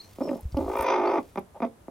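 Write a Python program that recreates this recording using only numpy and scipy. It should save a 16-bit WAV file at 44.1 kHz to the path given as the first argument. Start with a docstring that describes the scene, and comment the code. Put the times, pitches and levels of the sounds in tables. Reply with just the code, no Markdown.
"""In a small coop, close by, a broody hen on a straw nest clucks and growls at a hand reaching under her.
Her voice is a source and a filter: pulses ring the throat's resonances, brighter as the beak opens.
Each cluck is a throat click and a few slow pulses; two of them run on into a fluttering growl.
Straw rustles and snaps in tiny impacts, the moving hand bumps the microphone,
and a small bird peeps far off over the quiet air of the yard."""
import sys
import numpy as np
from scipy import signal
from scipy.fft import rfft, irfft, next_fast_len
from scipy.io import wavfile
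from scipy.ndimage import uniform_filter1d

SR = 44100
rng = np.random.default_rng(int(sys.argv[2]) if len(sys.argv) > 2 else 0)


def transcribe(signal):
    """Save signal, clipped to [-1, 1], as a 16-bit WAV file at the path in sys.argv[1]."""
    frames = np.atleast_2d(signal).T
    limited = np.clip(frames, -1, 1)
    pcm = np.round(limited * 32767).astype(np.int16)
    wavfile.write(sys.argv[1], SR, pcm)


N = 83790
TIME = np.arange(N) / SR

# throat clicks: t/s, level/dB, beak opening/dB
CLICKS = [(.185, -7, -25), (.545, -6, -20), (1.358, -7.5, 4), (1.6035, -5.5, -1.5), (1.6502, -7.5, 6),
          (1.8825, -7.5, -13)]
# clucks: t/s, length/s, first f/Hz, last f/Hz, level/dB, beak opening/dB
CLUCKS = [(0.206, 0.019, 245.3, 330.5, -1, -18.5), (0.5676, 0.02, 283.2, 285, 2, -31),
          (1.181, 0.013, 300.7, 264.5, -1, 0.5), (1.3748, 0.015, 205.7, 205, -0.5, 2.5),
          (1.6208, 0.0276, 245.8, 213.3, 0.5, 0), (1.663, 0.012, 266, 243, -15.5, -5)]
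# growl contours: t/s, f/Hz, level/dB, beak opening/dB, flutter rate/Hz, flutter depth/dB
SHORT_GROWL = [(.232, 346, -12.5, -38, 48, -3), (.262, 304, -2, -26, 50.4, 20),
               (.295, 283.6, -1, -39, 53.3, 8.5), (.335, 258, -1.5, -24, 48.5, 19),
               (.36, 243, -7, -43, 43.5, 13), (.372, 241, -16, -26, 49, 18)]
LONG_GROWL = [(.59, 304, 4, -33, 54.53, 29), (.62, 303, 0, -35, 54.33, 2.2),
              (.655, 323, -5, -14, 56.45, 36), (.68, 426, 1, -20, 54.63, 16.5),
              (.715, 410, -3, -5, 54.07, 17.4), (.76, 481.4, -0.5, 2, 55.22, 21.6),
              (.8, 442, -4, 5.5, 54.27, 10.2), (.85, 460, -2.5, 6, 52.37, 8.5),
              (.89, 483, -1.5, 8.5, 53.7, 8.8), (.945, 420, 1, 6, 52.62, 8.4),
              (.99, 370, -1, 0, 52.16, 3.4), (1.08, 378, 2, 0.5, 50.77, 8),
              (1.165, 364, 1, -0.5, 47.62, 7.1), (1.19, 345, -2, 0, 45.57, 1.8),
              (1.204, 303, -28, -13, 46, 9.4)]
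def hen():
    """Source-filter model: clicks, clucks and growls are pulse trains exciting one vocal tract."""
    clucks = [cluck(*row) for row in CLUCKS]
    short_pulses = growl(SHORT_GROWL, beat_s=.276, jitter=.14)
    long_pulses = growl(LONG_GROWL, beat_s=.81, jitter=.1)
    long_growl = shape(voice(long_pulses), lambda f: 1 - lowpass(f, hz=241, slope=8))
    short_calls = voice(np.vstack([CLICKS, *clucks, short_pulses]))
    return moving_formant(short_calls + long_growl) + hoarse_puffs()


def cluck(start, length, first_hz, last_hz, level_db, open_db):
    """Brief voicing: a few pulses swell and fade as the beak closes. Rows: t/s, level/dB, opening/dB."""
    arch_db, close_db, jitter = 1.5, 10, .028
    rows, t = [], 0
    for slip in rng.standard_normal(16):
        if t < length:
            u = t / length
            rows.append((start + t, level_db - arch_db * (2 * u - 1) ** 2, open_db - close_db * u ** 2))
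            t += (1 + jitter * slip) / (first_hz + (last_hz - first_hz) * u)
    return np.array(rows)


def growl(contour, beat_s, jitter):
    """Amplitude modulation: each flutter beat, one centred on beat_s, is a burst of uneven pulses."""
    shimmer_db, sag = 1.5, .35
    s, *columns = np.transpose(contour)
    beats = np.cumsum(np.interp(TIME, s, columns[3])) / SR
    beat, cycle = np.mgrid[-20:21, -7:8]
    centre = np.interp(beat + np.interp(beat_s, TIME, beats), beats, TIME)
    hz, level_db, open_db, rate, depth_db = (np.interp(centre, s, c) for c in columns)
    slip, push = rng.standard_normal((2, *beat.shape))
    place = (cycle + jitter * slip) * rate / hz  # in beats from the burst's centre
    place *= np.exp(sag * place)  # the pitch falls within each burst
    times = centre + place / rate
    dip = np.sin(np.pi * place) ** 2
    pulse_db = level_db - depth_db * dip + shimmer_db * push
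    rows = np.stack([times, pulse_db, open_db - (dip - .25)], axis=-1)  # brightest in mid-burst
    return rows[(abs(place) < .5) & (times > s[0]) & (times < s[-1])]


def voice(rows):
    """Radiation from the beak: the higher the band, the more it rises with the opening."""
    times, level_db, open_db = rows.T
    mid_hz, top_hz, shrill_hz = 673, 1690, 3400
    under = lambda f, hz: lowpass(f, hz, slope=6)
    train = lambda share: pulses(times, amp(level_db + share * open_db))
    drive = (shape(train(0), lambda f: under(f, mid_hz))
             + shape(train(.36), lambda f: under(f, top_hz) - under(f, mid_hz))
             + shape(train(1), lambda f: under(f, shrill_hz) - under(f, top_hz))
             + shape(train(1.88), lambda f: 1 - under(f, shrill_hz)))
    return amp(10.5) * throat(drive)


# formants of the throat: f/Hz, gain/dB
FORMANTS = [(60, -51), (130, -2), (200, 4.5), (300, 1), (385, 3.5), (450, 0), (545, 2), (610, -6), (685, 1),
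            (760, 0.5), (860, -3.5), (1020, -4.5), (1350, -10), (1600, -24), (2000, -20.5), (2400, -18),
            (2950, -37.5), (3550, -31.5), (4200, -49.5), (4900, -39), (5450, -46), (6000, -37.5),
            (6900, -72), (16000, -96)]
def throat(drive):
    """Resonance with group delay: pulses and their air noise ring the throat, treble first."""
    size, bass_lag_s, knee_hz = 4096, .00257, 489
    half = size // 2 + 1
    hz = abs(np.fft.fftfreq(size, 1 / SR))
    log_gain = np.log(amp(read(FORMANTS, hz)))
    minimum_phase = np.exp(np.conj(signal.hilbert(log_gain)))[:half]
    lag = 2 * np.pi * bass_lag_s * knee_hz * np.arctan(hz[:half] / knee_hz)
    ring = irfft(minimum_phase * np.exp(-1j * lag))[:size // 2]
    breath = np.sqrt(abs(uniform_filter1d(drive ** 2, size=70))) * rng.standard_normal(N)
    rasp = amp(-19) * shape(breath, lambda f: (f / 673) ** .9)
    return signal.fftconvolve(drive + rasp, ring)[:N]


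# path of one throat resonance: t/s, f/Hz
FORMANT_PATH = [(.36, 600), (.57, 896), (.7, 830), (.755, 970), (.8, 923), (.89, 997), (.986, 867),
                (1.14, 857), (1.38, 833), (1.63, 664)]
def moving_formant(x, width_hz=92, gain_db=-3):
    """A time-varying resonator reinforces a narrow, gliding band of the voice."""
    turn = np.exp(2j * np.pi * np.cumsum(np.interp(TIME, *np.transpose(FORMANT_PATH))) / SR)
    pole = np.exp(-np.pi * width_hz / SR)
    ring = turn * signal.lfilter([1 - pole], [1, -pole], x / turn + 1e-18)
    return x + amp(gain_db) * 2 * ring.real


# hoarse puffs: t/s, length/s, level/dB
PUFFS = [(0.367, 0.042, -48.5), (1.545, 0.039, -45)]
# their spectrum: f/Hz, level/dB
PUFF_SPECTRUM = [(100, -42), (300, -10), (450, 1), (800, 4.5), (1150, -9.5), (1600, -25), (3000, -30),
                 (12000, -60)]
def hoarse_puffs():
    """Unvoiced excitation: the hen's breath is filtered noise that swells and fades."""
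    swell = sum(amp(db) * np.sqrt(abs(arch(s, length))) for s, length, db in PUFFS)
    return swell * coloured(rng.standard_normal(N), PUFF_SPECTRUM)


# rustle envelope: t/s, level/dB
RUSTLE = [(0, -59), (.18, -58.5), (.3, -57.5), (.48, -65), (.6, -56.5), (.72, -53), (.82, -57), (.9, -73),
          (1.15, -63.5), (1.3, -62.5), (1.5, -91), (1.9, -87)]
# rustle spectrum: f/Hz, level/dB
STRAW_SPECTRUM = [(200, 24.5), (800, -5), (2000, 12.5), (4500, 10), (11000, 6.5), (15500, 9.5)]
# crunches under the hand: t/s, length/s, level/dB
CRUNCHES = [(0.348, 0.054, -74), (0.75, 0.11, -49.5)]
def straw_friction():
    """Shot noise: stalks rub in fine random grains and crunch in sparser, brighter ones."""
    grains = impacts(per_s=2500) * amp(2 * np.minimum(rng.exponential(1, N), 4))
    rustle = coloured(grains, STRAW_SPECTRUM) * amp(np.interp(TIME, *np.transpose(RUSTLE)))
    press = sum(amp(db) * arch(s, length) for s, length, db in CRUNCHES)
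    crunch = unit(shape(impacts(per_s=250), lambda f: 1 - lowpass(f + 1, hz=8000, slope=4)))
    return rustle + press * crunch


# snapping stalks: t/s, peak level/dB, centre f/Hz
SNAPS = [(.285, -44, 2270), (0.291, -33, 2120), (.369, -44, 11700), (.409, -38, 11700), (.522, -44, 4830),
         (0.571, -37, 2640), (.571, -39, 4600), (0.5706, -42, 12000), (.765, -33, 12400),
         (0.777, -38.5, 11400), (0.809, -26.5, 10900), (0.819, -44, 12200), (0.825, -29.5, 12400),
         (.865, -42.5, 12600), (1.358, -46.5, 11200), (1.392, -41.5, 10700)]
def straw_snaps(decay_s=.0008, log_width=.38):
    """Brittle fracture: each stalk releases a fast-decaying burst of noise in one band."""
    out, t = np.zeros(N), TIME[:1024]
    for s, db, hz in SNAPS:
        burst = rng.standard_normal(len(t)) * np.exp(-t / decay_s)
        edges = hz * np.exp(log_width * np.array([-.5, .5]))
        crack = signal.lfilter(*signal.butter(2, edges, "band", fs=SR), burst)
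        add(out, s, amp(db) * crack / abs(crack).max())
    return out


# knocks of the hand: t/s, f/Hz, level/dB, decay time/s
BUMPS = [(0.43, 77.4, -34.5, 0.026), (0.453, 62.7, -23, 0.017), (0.526, 79, -30.5, 0.025),
         (.543, 72.6, -20, 0.015), (0.602, 80.3, -32, 0.054), (0.653, 58.6, -33, 0.032),
         (0.797, 63.6, -31, 0.017)]
def bumps(rise_s=.0027):
    """Damped oscillation: soft knocks set the microphone's housing swinging for a few cycles."""
    out, t = np.zeros(N), TIME[:SR // 4]
    for s, hz, db, decay in BUMPS:
        swing = (1 - np.exp(-(t / rise_s) ** 2)) * np.exp(-t / decay)
        add(out, s, -amp(db) * swing / swing.max() * np.sin(2 * np.pi * hz * t))
    return out


# distant peeps: t/s, length/s, first f/Hz, middle f/Hz, last f/Hz, level/dB
PEEPS = [(-.012, 0.033, 3900, 4120, 4950, -45.5), (0.021, 0.053, 5650, 5930, 5730, -59.5),
         (0.205, 0.1, 4800, 5480, 4590, -55), (0.326, 0.057, 5100, 5460, 5340, -67),
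         (1.052, 0.0404, 4140, 4530, 4820, -52.5), (1.085, 0.056, 5000, 5180, 4930, -58.5)]
def bird():
    """Frequency modulation: each thin whistle wavers about a parabolic glide."""
    out = np.zeros(N)
    for s, length, first_hz, middle_hz, last_hz, db in PEEPS:
        u = np.arange(0, length, 1 / SR) / length
        hz = np.polyval(np.polyfit([0, .5, 1], [first_hz, middle_hz, last_hz], 2), u)
        hz *= 1 + .013 * wobble(hz=346)[:len(u)]
        add(out, s, amp(db) * np.sin(np.pi * u) * np.sin(2 * np.pi * np.cumsum(hz) / SR))
    return out * (1 + .58 * wobble(hz=152))


# yard background: f/Hz, level/dB
AIR_SPECTRUM = [(15, -25), (30, -7), (70, 4), (140, -3), (300, -7), (600, -9), (1000, -11.5), (2000, -22),
                (5000, -29.5), (11000, -27), (16000, -38)]
# left-right coherence of diffuse sound: f/Hz, coherence (0-1)
COHERENCE = [(50, 1), (300, 0.71), (1000, 0.12), (4000, 0.08), (16000, 0.2)]
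def yard_air():
    """A diffuse field: quiet noise, nearly alike in both channels at long wavelengths."""
    left, other = rng.standard_normal((2, N))
    same = lambda f: read(COHERENCE, f)
    right = shape(left, same) + shape(other, lambda f: np.sqrt(1 - same(f) ** 2))
    return amp(-55.5) * coloured(np.array([left, right]), AIR_SPECTRUM)


# wall reflections: delay/s, gain
ECHOES = [(.0033, 0.47), (.0079, 0.066), (0.0147, 0.092), (0.0196, 0.084)]
# reverberation time: f/Hz, T60/s
COOP_T60 = [(150, 0.19), (500, 0.2), (1500, 0.087), (5000, 0.23), (12000, 0.031)]
def coop(x, wet_db, lag_s):
    """Reflection and reverberation: direct sound and echoes arrive left first; a diffuse tail follows."""
    delay = lambda f, s: np.exp(-2j * np.pi * f * s)
    left = shape(x, lambda f: 1 + sum(gain * delay(f, s) for s, gain in ECHOES))
    right = shape(left, lambda f: delay(f, lag_s))
    hz, t, noise = signal.stft(rng.standard_normal((3, SR // 2)), SR, nperseg=256)
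    decay = amp(-60 * t / read(COOP_T60, hz)[:, None]) * (t > .004)
    tails = signal.istft(noise * decay, SR)[1]
    common = shape(tails[-1], lambda f: np.sqrt(read(COHERENCE, f)))
    tail = common + shape(tails[:2], lambda f: np.sqrt(1 - read(COHERENCE, f)))
    wet = signal.fftconvolve(x[None], tail / np.linalg.norm(tail[0]), axes=1)[:, :N]
    return np.array([left, right]) + amp(wet_db) * wet


def amp(db):
    """Decibels to amplitude ratio."""
    return 10 ** (np.asarray(db) / 20)


def unit(x):
    """Normalisation to rms 1."""
    return x / np.sqrt(np.mean(x ** 2) + 1e-20)


def read(points, hz):
    """Interpolation on a log-frequency axis."""
    f, value = np.transpose(points)
    return np.interp(np.log(hz + 1), np.log(f + 1), value)


def add(mix, s, sound):
    """Superposition of a sound starting at time s."""
    at = round(s * SR)
    sound = sound[max(-at, 0):]
    part = mix[max(at, 0):][:len(sound)]
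    part += sound[:len(part)]


def shape(x, response):
    """Filtering as multiplication of the spectrum by a response."""
    size = next_fast_len(2 * x.shape[-1])
    return irfft(rfft(x, size) * response(np.fft.rfftfreq(size, 1 / SR)), size)[..., :x.shape[-1]]


def coloured(x, spectrum):
    """Spectral weighting by a table, at rms 1."""
    return unit(shape(x, lambda f: amp(read(spectrum, f))))


def lowpass(f, hz, slope):
    """Power-law roll-off above hz."""
    return 1 / (1 + (f / hz) ** slope)


def arch(s, length):
    """Half-sine envelope."""
    return np.sin(np.pi * np.clip((TIME - s) / length, 0, 1))


def wobble(hz):
    """Random drift: low-passed noise."""
    return unit(shape(rng.standard_normal(N), lambda f: lowpass(f, hz, slope=4)))


def impacts(per_s):
    """Poisson impulses of random size."""
    return (rng.random(N) < per_s / SR) * rng.standard_normal(N)


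def pulses(times, sizes):
    """Band-limited impulses at exact times."""
    out = np.zeros(N + 64)
    for s, size in zip(times, sizes):
        at = np.clip(int(s * SR) + np.arange(-8, 9), 0, N + 1)
        out[at] += size * np.sinc(at - s * SR) * np.hanning(len(at))
    return out[:N]


# the hen's level difference, left minus right: f/Hz, level/dB
HEN_BALANCE = [(125, -4.5), (260, -3), (500, -0.5), (1000, .5), (2100, -1.5), (4000, -4.5), (10000, 8.5)]
def scene():
    """Superposition: hen, straw and bird sound through the coop; bumps and air add directly."""
    call = coop(hen(), wet_db=-12, lag_s=28e-6)
    call = shape(call, lambda f: amp(np.outer([.5, -.5], read(HEN_BALANCE, f))))
    nest = coop(straw_friction() + straw_snaps(), wet_db=-15, lag_s=18e-6)
    peeps = coop(bird(), wet_db=-7.5, lag_s=28e-6)
    return call + nest + peeps + bumps() + yard_air()


def record(dry):
    """Band limiting by a linear-phase low-pass filter."""
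    edge_hz = 15950
    taps = signal.firwin(511, edge_hz, window=("kaiser", 9), fs=SR)
    return signal.oaconvolve(dry, taps[None], "same")


dry = scene()
out = record(dry)
transcribe(out)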